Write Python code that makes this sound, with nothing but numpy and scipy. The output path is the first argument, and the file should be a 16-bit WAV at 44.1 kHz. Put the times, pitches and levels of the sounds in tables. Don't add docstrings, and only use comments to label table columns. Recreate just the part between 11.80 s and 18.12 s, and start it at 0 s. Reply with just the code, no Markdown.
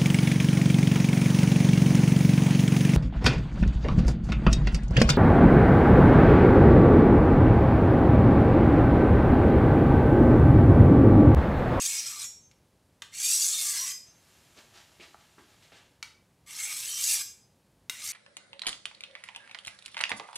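import sys
import numpy as np
from scipy import signal
from scipy.fft import rfft, irfft
from scipy.io import wavfile
from scipy.ndimage import map_coordinates

SR = 44100
rng = np.random.default_rng(int(sys.argv[2]) if len(sys.argv) > 2 else 0)


def bounce(signal):
    frames = np.transpose(np.atleast_2d(signal))
    limited = np.clip(frames, -1, 1)
    pcm = np.round(limited * 32767).astype(np.int16)
    wavfile.write(sys.argv[1], SR, pcm)


N = 278712
TIME = np.arange(N) / SR


def from_db(db):
    return 10 ** (np.asarray(db) / 20)


def rms_one(x):
    return x / np.sqrt(np.mean(x ** 2) + 1e-20)


def during(start_s, end_s, rise_s, fall_s):
    return np.clip(np.minimum((TIME - start_s) / rise_s, (end_s - TIME) / fall_s) + 1, 0, 1)


def coloured(x, spectrum):
    hz, db = np.transpose(spectrum)
    bins_hz = np.maximum(np.arange(N // 2 + 1) * SR / N, 1)
    gain_db = np.interp(np.log(bins_hz), np.log(hz), db, left=-100, right=-100)
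    return rms_one(irfft(rfft(x) * from_db(gain_db), N))


def cut(x, hz, kind, order=2):
    sos = signal.butter(order, min(hz, .45 * SR), kind, fs=SR, output="sos")
    return signal.sosfilt(sos, x + 1e-18)


def drift(rate):
    return rms_one(np.interp(TIME * rate, np.arange(N), rng.standard_normal(N)))


def ring(x, hz, t60_s):
    radius, turn = from_db(-60 / (t60_s * SR)), 2 * np.pi * hz / SR
    return signal.lfilter([0, np.sin(turn)], [1, -2 * radius * np.cos(turn), radius * radius], x + 1e-18)


def resonate(x, hz, width_hz):
    turn = np.exp(2j * np.pi * np.cumsum(hz * np.ones(N)) / SR)
    smooth = signal.lfilter([1], [1, -np.exp(-np.pi * width_hz / SR)], x / turn)
    return rms_one((smooth * turn).real)


def click(s):
    return 1. * (np.arange(N) == round(s * SR))


# (hz, level_db)
RASP_COLOUR = [(1530, -40.5), (2600, -18), (3630, -3.5), (3910, -5.5), (4500, -2.5), (4890, -5), (5920, 1),
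               (6740, 0.5), (7800, 2.5), (10500, -18), (13600, -49.5), (22000, -120)]
GROWL_COLOUR = [(240, -50.5), (400, -25), (571, -15), (710, -17), (1170, -9), (1410, -7.5), (1830, -4.5),
                (2280, -2), (3200, -6.5), (4160, -28), (7040, -120)]
SIZZLE_COLOUR = [(5760, -38), (9800, -3), (10800, -2.5), (11800, -6.5), (13500, -6), (14300, -13),
                 (15800, -22.5)]
# (ratio to the bending pitch, level_db in the growl, tip_gain_db)
BENDING_MODES = [(.39, -24, -1), (.55, -18.5, -0.5), (1, 0.5, -0.5)]
USUAL_FORCE_DB = -34
LIGHTEST_TOUCH_DB = -14.5
GROWL_DB, GROWL_LOSS = -12.5, 0.73
SINGING_DB, SINGING_LOSS = -8, 0.31
SINGING_TIP_DB = 8.5
SIZZLE_GAIN = .15


def scrape(rasp_trim_db=-0.1, growl_trim_db=-4.0, sizzle_trim_db=-3.4, bend_damping=0.045,
           bend_patchy_db=5.0, bend_wander=0.027, body_hz=5200, body_share=0.42, body_db=5.5):
    grains, bite = shifting_modes(grit()), grit()
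    contact, force_db, tip, low_db, top_db, bend_hz, bend_db = stroke_controls()
    effort_db = np.maximum(force_db - USUAL_FORCE_DB, LIGHTEST_TOUCH_DB)
    low_db = low_db + GROWL_DB - GROWL_LOSS * effort_db

    singing = from_db(SINGING_DB - SINGING_LOSS * effort_db + SINGING_TIP_DB * tip)
    rasp = coloured(grains, RASP_COLOUR) + singing * held_blade(bite)
    rasp = rasp / np.sqrt(1 + singing ** 2)
    body_filter = signal.butter(3, min(body_hz, .45 * SR), fs=SR, output="sos")
    body = signal.sosfiltfilt(body_filter, rasp)
    voiced = rasp + (from_db(body_db + body_share * low_db) - 1) * body

    growl = from_db(growl_trim_db) * coloured(grains, GROWL_COLOUR)
    for ratio, db, tip_db in BENDING_MODES:
        hz = ratio * bend_hz
        bend = resonate(bite, hz * (1 + bend_wander * drift(25)), bend_damping * np.mean(hz))
        bend_gain = from_db(db + bend_db + tip_db * tip + bend_patchy_db * drift(25))
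        growl = growl + bend_gain * cut(bend, 910, "high")

    sizzle_gain = from_db(top_db + sizzle_trim_db + SIZZLE_GAIN * effort_db)
    sizzle = sizzle_gain * coloured(grains, SIZZLE_COLOUR)
    return contact * from_db(force_db) * (from_db(rasp_trim_db) * voiced + from_db(low_db) * growl + sizzle)


# (mid_blade_s when the stone passes mid-blade, to_tip_s from there to the tip,
# growl_db, tip_growl_db added at the tip, sizzle_db, end_hz and mid_hz bending pitch, bending_db)
STROKE_SHAPES = [(0.0, .45, -1, 0.5, -9, 2310, 2650, -5), (1.58, 0.42, -3.5, 3, -8, 2038, 2820, -7),
                 (5.15, .38, -.5, 2.5, -2.5, 2153, 3090, -2.5), (6.7, 0.55, -3, 0, -3.5, 2130, 2927, 1)]
# (time_s, force_db)
HAND_FORCE = [
    [(0.0, -30.5), (0.068, -25), (0.072, -29.5), (0.172, -30.5), (0.246, -39.5), (0.266, -33), (0.354, -39),
     (0.432, -32), (0.46, -49)],
    [(1.32, -61), (1.346, -41.5), (1.438, -25.5), (1.54, -23), (1.544, -24.5), (1.668, -24.5),
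     (1.688, -28.5), (1.818, -26.5), (2.12, -33)],
    [(4.665, -60), (4.683, -51), (4.829, -35), (4.857, -37.5), (5.175, -34), (5.229, -27.5), (5.331, -25.5),
     (5.407, -37.5), (5.42, -37.5)],
    [(6.13, -51), (6.2, -45), (6.264, -33.5), (6.32, -37)],
]
MID_BLADE_REACH = .42


def stroke_controls(fade_s=0.0064):
    controls = np.zeros((7, N))
    for force, shape in zip(HAND_FORCE, STROKE_SHAPES):
        mid_s, to_tip_s, growl_db, tip_growl_db, sizzle_db, end_hz, mid_hz, bend_db = shape
        start_s, end_s = force[0][0], force[-1][0]
        contact = during(start_s, end_s, fade_s, fade_s)
        force_db = np.interp(TIME, *np.transpose(force))
        place = (TIME - mid_s) / to_tip_s
        tip = np.clip(place, 0, 1)
        low_db = growl_db + tip_growl_db * tip
        bend_hz = end_hz + (mid_hz - end_hz) * np.exp(-(place / MID_BLADE_REACH) ** 2)
        stroke = np.broadcast_arrays(contact, force_db, tip, low_db, sizzle_db, bend_hz, bend_db)
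        controls = np.where(TIME >= start_s - fade_s, stroke, controls)
    return controls


def grit(per_s=15000, size_db=2.0, judder_db=1.23, judder_rate=220, sway_db=0.14, sway_rate=50):
    spread_db = size_db * np.minimum(rng.exponential(1, N), 5)
    sizes = from_db(spread_db) * rng.standard_normal(N)
    caught = rng.random(N) < per_s / SR
    clumps = from_db(judder_db * drift(judder_rate) + sway_db * drift(sway_rate))
    return sizes * caught * clumps


def shifting_modes(x, depth_db=5.0, spacing_hz=110, rate=20, flutter_db=4.5, flutter_rate=110):
    hz, s, frames = signal.stft(x, SR, nperseg=512, noverlap=384)
    chance = rng.standard_normal((2, 600, 1600))
    gain_db = 0
    for field, db, per_s in zip(chance, (depth_db, flutter_db), (rate, flutter_rate)):
        places = np.meshgrid(hz / spacing_hz, s * per_s, indexing="ij")
        gain_db = gain_db + db * map_coordinates(field, places, order=1, mode="wrap")
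    return signal.istft(frames * from_db(gain_db), SR, nperseg=512, noverlap=384)[1][:N]


# (pitch_hz, width_hz before narrowing, level_db)
HELD_BLADE_MODES = [(4220, 120, -4), (5075, 140, 4.5), (5710, 57, 8.5), (6340, 62, -4.5), (6290, 70, 4.5),
                    (7040, 100, -4), (7300, 280, -17.5), (7990, 39, 6), (8700, 70, -7), (8800, 70, -14.5),
                    (9100, 31, -9.5), (9560, 100, -11), (10500, 52, -12), (11000, 100, -4.5),
                    (13100, 63, -7), (13620, 77, -8.5)]


def held_blade(grains, wander=0.0079, patchy_db=6.5, narrowing=0.3):
    out = 0
    for hz, width_hz, db in HELD_BLADE_MODES:
        gain = from_db(db + patchy_db * drift(25)) * np.sqrt(width_hz)
        out = out + gain * resonate(grains, hz * (1 + wander * drift(12)), narrowing * width_hz)
    return rms_one(out)


# (peak_s, pitch_hz, level_db, length_s)
SQUEAK_TONES = [(0.019, 6540, -25.5, 0.0091), (.063, 6470, -29.5, 0.0041), (.272, 5750, -30.5, 0.0048),
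                (0.446, 6900, -36.5, .015), (0.57, 5593, -51, .025), (0.66, 6304, -58, 0.036),
                (1.515, 4600, -36.5, 0.0095), (1.535, 8470, -18, .003), (1.536, 5900, -36, .003),
                (1.625, 4660, -23, 0.0046), (1.649, 6080, -22.5, 0.0036), (1.735, 4370, -31.5, 0.0058),
                (2.29, 6300, -52, .02), (5.276, 7830, -24, 0.0051)]


def squeaks(waver=0.0025):
    out = 0
    for s, hz, db, length_s in SQUEAK_TONES:
        phase = 2 * np.pi * np.cumsum(hz * (1 + waver * drift(300))) / SR
        swell = np.exp(-.5 * ((TIME - s) / length_s) ** 2)
        out = out + from_db(db) * swell * np.sin(phase)
    return out


# (peak_s, pitch_hz, glide_hz_per_s, level_db before the common trim, length_s)
GROAN_TONES = [(0.135, 2210, -1, -43, 0.038), (0.358, 1173, -300, -52.5, 0.039),
               (0.41, 2330, 800, -52, 0.022), (1.723, 1220, 602, -55, .04),
               (1.892, 1184, -200, -52.5, 0.045), (1.965, 1670, 0, -49, 0.047),
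               (2.029, 1050, 1300, -49.5, .055), (4.796, 1254, 700, -57, .05), (4.847, 830, -600, -61, .04),
               (5.147, 3114, 0, -43, 0.038), (5.301, 2747, 0, -38.5, 0.039)]


def groans(width_hz=30, trim_db=-2.5):
    bite, out = grit(), 0
    for s, hz, glide, db, length_s in GROAN_TONES:
        age = np.clip(TIME - s, -.25, .25)
        pitch_hz = hz + glide * age
        swell = np.exp(-.5 * (age / length_s) ** 2)
        narrow = resonate(bite, pitch_hz, width_hz)
        tone = resonate(narrow, pitch_hz, 10 * width_hz) * swell
        out = out + from_db(db + trim_db) * np.sqrt(np.mean(swell ** 2)) * rms_one(tone)
    return out


# (pitch_hz, t60_s, then level_db at the first, second and third release)
FREE_BLADE_MODES = [(5010, 0.47, -22, -0.5, -1), (5593, 0.45, 0, -8, -11), (6304, 0.43, 1.5, -0.5, -2),
                    (6960, 0.43, -1, -11, -11.5), (7634, 0.34, 0.5, -10.5, -7),
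                    (8320, 0.31, -10, -34, -17.5), (9005, .34, -10, -35, -19), (10200, 0.24, -17, -26, -20),
                    (10990, .24, -10, -27, -21), (11620, 0.206, -30, -12, -25.5),
                    (13020, 0.25, -13, -12.5, -10), (13810, 0.23, -15, -21, -10.5),
                    (14810, .26, -19, -24, -18)]
# (release_s, ring_db)
TIP_RELEASES = [(.45, -43.5), (2.117, -37.5), (5.41, -36)]


def free_blade(swell_s=.018, waver_db=2.5, waver_rate=25):
    out = np.zeros(N)
    for hz, t60_s, *strengths_db in FREE_BLADE_MODES:
        envelope = 0
        for (s, ring_db), db in zip(TIP_RELEASES, strengths_db):
            age = TIME - s
            slope = np.minimum(age / swell_s, -np.log(1000) * age / t60_s)
            envelope = envelope + from_db(ring_db + db) * np.exp(np.maximum(slope, -20))
        waver = from_db(waver_db * drift(waver_rate))
        out += envelope * waver * np.sin(2 * np.pi * (hz * TIME + rng.random()))
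    return out


# (start_s, level_db, hardness_hz, stone_ring_db, ring_pitch_ratio)
STONE_LANDINGS = [(0.713, -45, 6000, -8, 0.95), (1.22, -24.5, 6000, -10, 0.87),
                  (1.222, -29.5, 4500, -3, .9), (4.2271, -23.5, 5660, -1, 1),
                  (6.0966, -19.5, 11000, -1.5, 0.91)]
# (pitch_hz before the landing's ratio, level_db, t60_s)
STONE_MODES = [(520, -32.5, .03), (1270, -24, 0.018), (2287, -10, 0.074), (3046, -18, 0.018),
               (4116, -8.5, .026), (4450, -13, .02), (5170, -12.5, 0.021), (6000, -10, 0.016),
               (6900, -5, .014), (7940, -10, .015)]


def knocks(crack_t60_s=0.035, crack_db=-5.0, low_hz=1450, settle_s=0.012):
    cracks, rings = 0, 0
    for s, db, hard_hz, ring_db, ratio in STONE_LANDINGS:
        age, touch = np.clip(TIME - s, 0, .1), click(s)
        crack = rng.standard_normal(N) * (TIME >= s) * from_db(crack_db - 60 * age / crack_t60_s)
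        body = 0
        for k, (hz, mode_db, t60_s) in enumerate(STONE_MODES):
            strength = (-1) ** k * from_db(mode_db + rng.normal(0, 1.4))
            body = body + strength * ring(touch, ratio * hz, t60_s)
        loose = 1 / (1 + (age / settle_s) ** 8)
        cracks = cracks + from_db(db) * cut(cut(crack, low_hz, "high"), hard_hz, "low")
        rings = rings + from_db(db + ring_db) * cut(body * loose, hard_hz, "low")
    return cracks, rings


# (hz, level_db)
SWISH_COLOUR = [(760, -36), (1300, -10.5), (2500, -2), (2920, -2), (4140, -3), (4940, -6), (7590, -10.5),
                (9000, -16.5), (11700, -38), (19800, -120)]
RUB_COLOUR = [(110, -35.5), (180, -23), (322, -4), (474, -10.5), (605, -3), (1700, -9), (2210, -21),
              (3740, -120)]
SLEEVE_COLOUR = [(1180, -28), (2000, -2.5), (3640, -6), (7230, -1), (8440, -6), (11500, -6), (15500, -17)]
# (peak_s, level_db before the cloth trims, rise_s)
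ARM_SWISHES = [(2.28, -64, 0.026), (2.79, -53, 0.033), (2.985, -52, .045), (3.229, -51, 0.019),
               (3.42, -63.5, .035), (3.595, -61, .012), (3.71, -66, .03), (3.835, -57, .014),
               (3.975, -56, 0.033)]
# (start_s, end_s)
TURNING_SPAN = (2.49, 3.92)
TURNING_RISE_S, TURNING_FALL_S = 0.32, 0.35
SWISH_T60_S = 0.35
SHIRT_DB = -66
SLEEVE_DB, SLEEVE_SAG_DB_PER_S = -64.5, 3.5
SLEEVE_FOLLOWS = 0.27


def shirt(swish_trim_db=-1.0, rub_trim_db=-5.0, rub_follows=0.78):
    moving = during(*TURNING_SPAN, TURNING_RISE_S, TURNING_FALL_S)
    power = (from_db(SHIRT_DB) * moving) ** 2
    for s, db, rise_s in ARM_SWISHES:
        swell = np.exp(-(np.minimum(TIME - s, 0) / rise_s) ** 2)
        dying = from_db(db - 60 * np.maximum(TIME - s, 0) / SWISH_T60_S)
        power = power + (swell * dying) ** 2
    speed = np.sqrt(power) / from_db(SHIRT_DB)

    fibres = grit(per_s=13000, size_db=-2.5, judder_db=0.9, judder_rate=120, sway_db=0.5, sway_rate=10)
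    swish = from_db(swish_trim_db) * speed * coloured(fibres, SWISH_COLOUR)
    rub = from_db(rub_trim_db) * speed ** rub_follows * coloured(fibres, RUB_COLOUR)
    sleeve_level = from_db(SLEEVE_DB - SLEEVE_SAG_DB_PER_S * (TIME - TURNING_SPAN[0]))
    sleeve_swing = moving * np.maximum(speed, 1) ** SLEEVE_FOLLOWS
    sleeve = sleeve_swing * sleeve_level * coloured(rng.standard_normal(N), SLEEVE_COLOUR)
    return from_db(SHIRT_DB) * (swish + rub) + sleeve


# (start_s, level_db, pitch_hz, width_hz, t60_s)
GRIP_BUMPS = [(2.765, -55, 353, 350, .2), (3.197, -49, 332, 200, 0.094), (3.198, -49, 2380, 900, 0.28),
              (3.199, -55, 3680, 2400, 0.28), (3.3444, -35.5, 740, 485, 0.013), (3.581, -56, 316, 220, 0.3),
              (3.581, -51.5, 1330, 1100, 0.15), (3.92, -53, 520, 603, 0.15), (3.919, -54, 2680, 2580, 0.46)]


def handling():
    out = 0
    for s, db, hz, width_hz, t60_s in GRIP_BUMPS:
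        edges_hz = [max(hz - width_hz / 2, 60), hz + width_hz / 2]
        band = signal.butter(2, edges_hz, "band", fs=SR, output="sos")
        age = np.clip(TIME - s, 0, 1)
        fading = np.minimum(age / 0.00067, 1) * from_db(db - 60 * age / t60_s)
        noise = signal.sosfilt(band, rng.standard_normal(N))
        out = out + np.std(fading) * rms_one(noise * fading)
    return out


def room(x, t60_s=0.42, treble_t60_s=0.32, split_hz=7500, first_echo_s=0.0018):
    age, echoes = TIME[:SR], rng.standard_normal(SR)
    dull = cut(echoes, split_hz, "low", order=1)
    bright = echoes - dull
    tail = dull * from_db(-60 * age / t60_s) + bright * from_db(-60 * age / treble_t60_s)
    tail = tail * (age > first_echo_s)
    return signal.fftconvolve(x, tail / np.sqrt(np.sum(tail ** 2)))[:N]


# (hz, level_db)
AIR_COLOUR = [(15, -37), (25, -13), (86, -4.5), (137, -5), (342, -14), (371, -12), (436, -15.5),
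              (513, -14.5), (690, -18.5), (879, -18.5), (1390, -26), (1590, -24.5), (1870, -26.5),
              (11400, -32.5), (15800, -42.5)]


def room_tone(level_db=-66):
    air = coloured(rng.standard_normal(N), AIR_COLOUR)
    return from_db(level_db) * cut(air, 42, "high", order=4)


def scene(direct_db=-2.0, room_db=-9.0, crack_room_db=-3.5, ring_room_db=-9.0, blade_room_db=-13.0):
    rubbing = scrape() + squeaks() + groans() + shirt() + handling()
    blade = free_blade()
    cracks, rings = knocks()
    to_room = from_db(room_db) * rubbing + from_db(blade_room_db) * blade
    to_room = to_room + from_db(crack_room_db) * cracks + from_db(ring_room_db) * rings
    direct = from_db(direct_db) * rubbing + cracks + rings + blade
    mono = direct + room(to_room) + room_tone()
    return np.stack([mono, mono])


def record(dry, cutoff_hz=15700):
    return signal.sosfilt(signal.ellip(10, .1, 80, cutoff_hz, fs=SR, output="sos"), dry)


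dry = scene()
out = record(dry)
bounce(out)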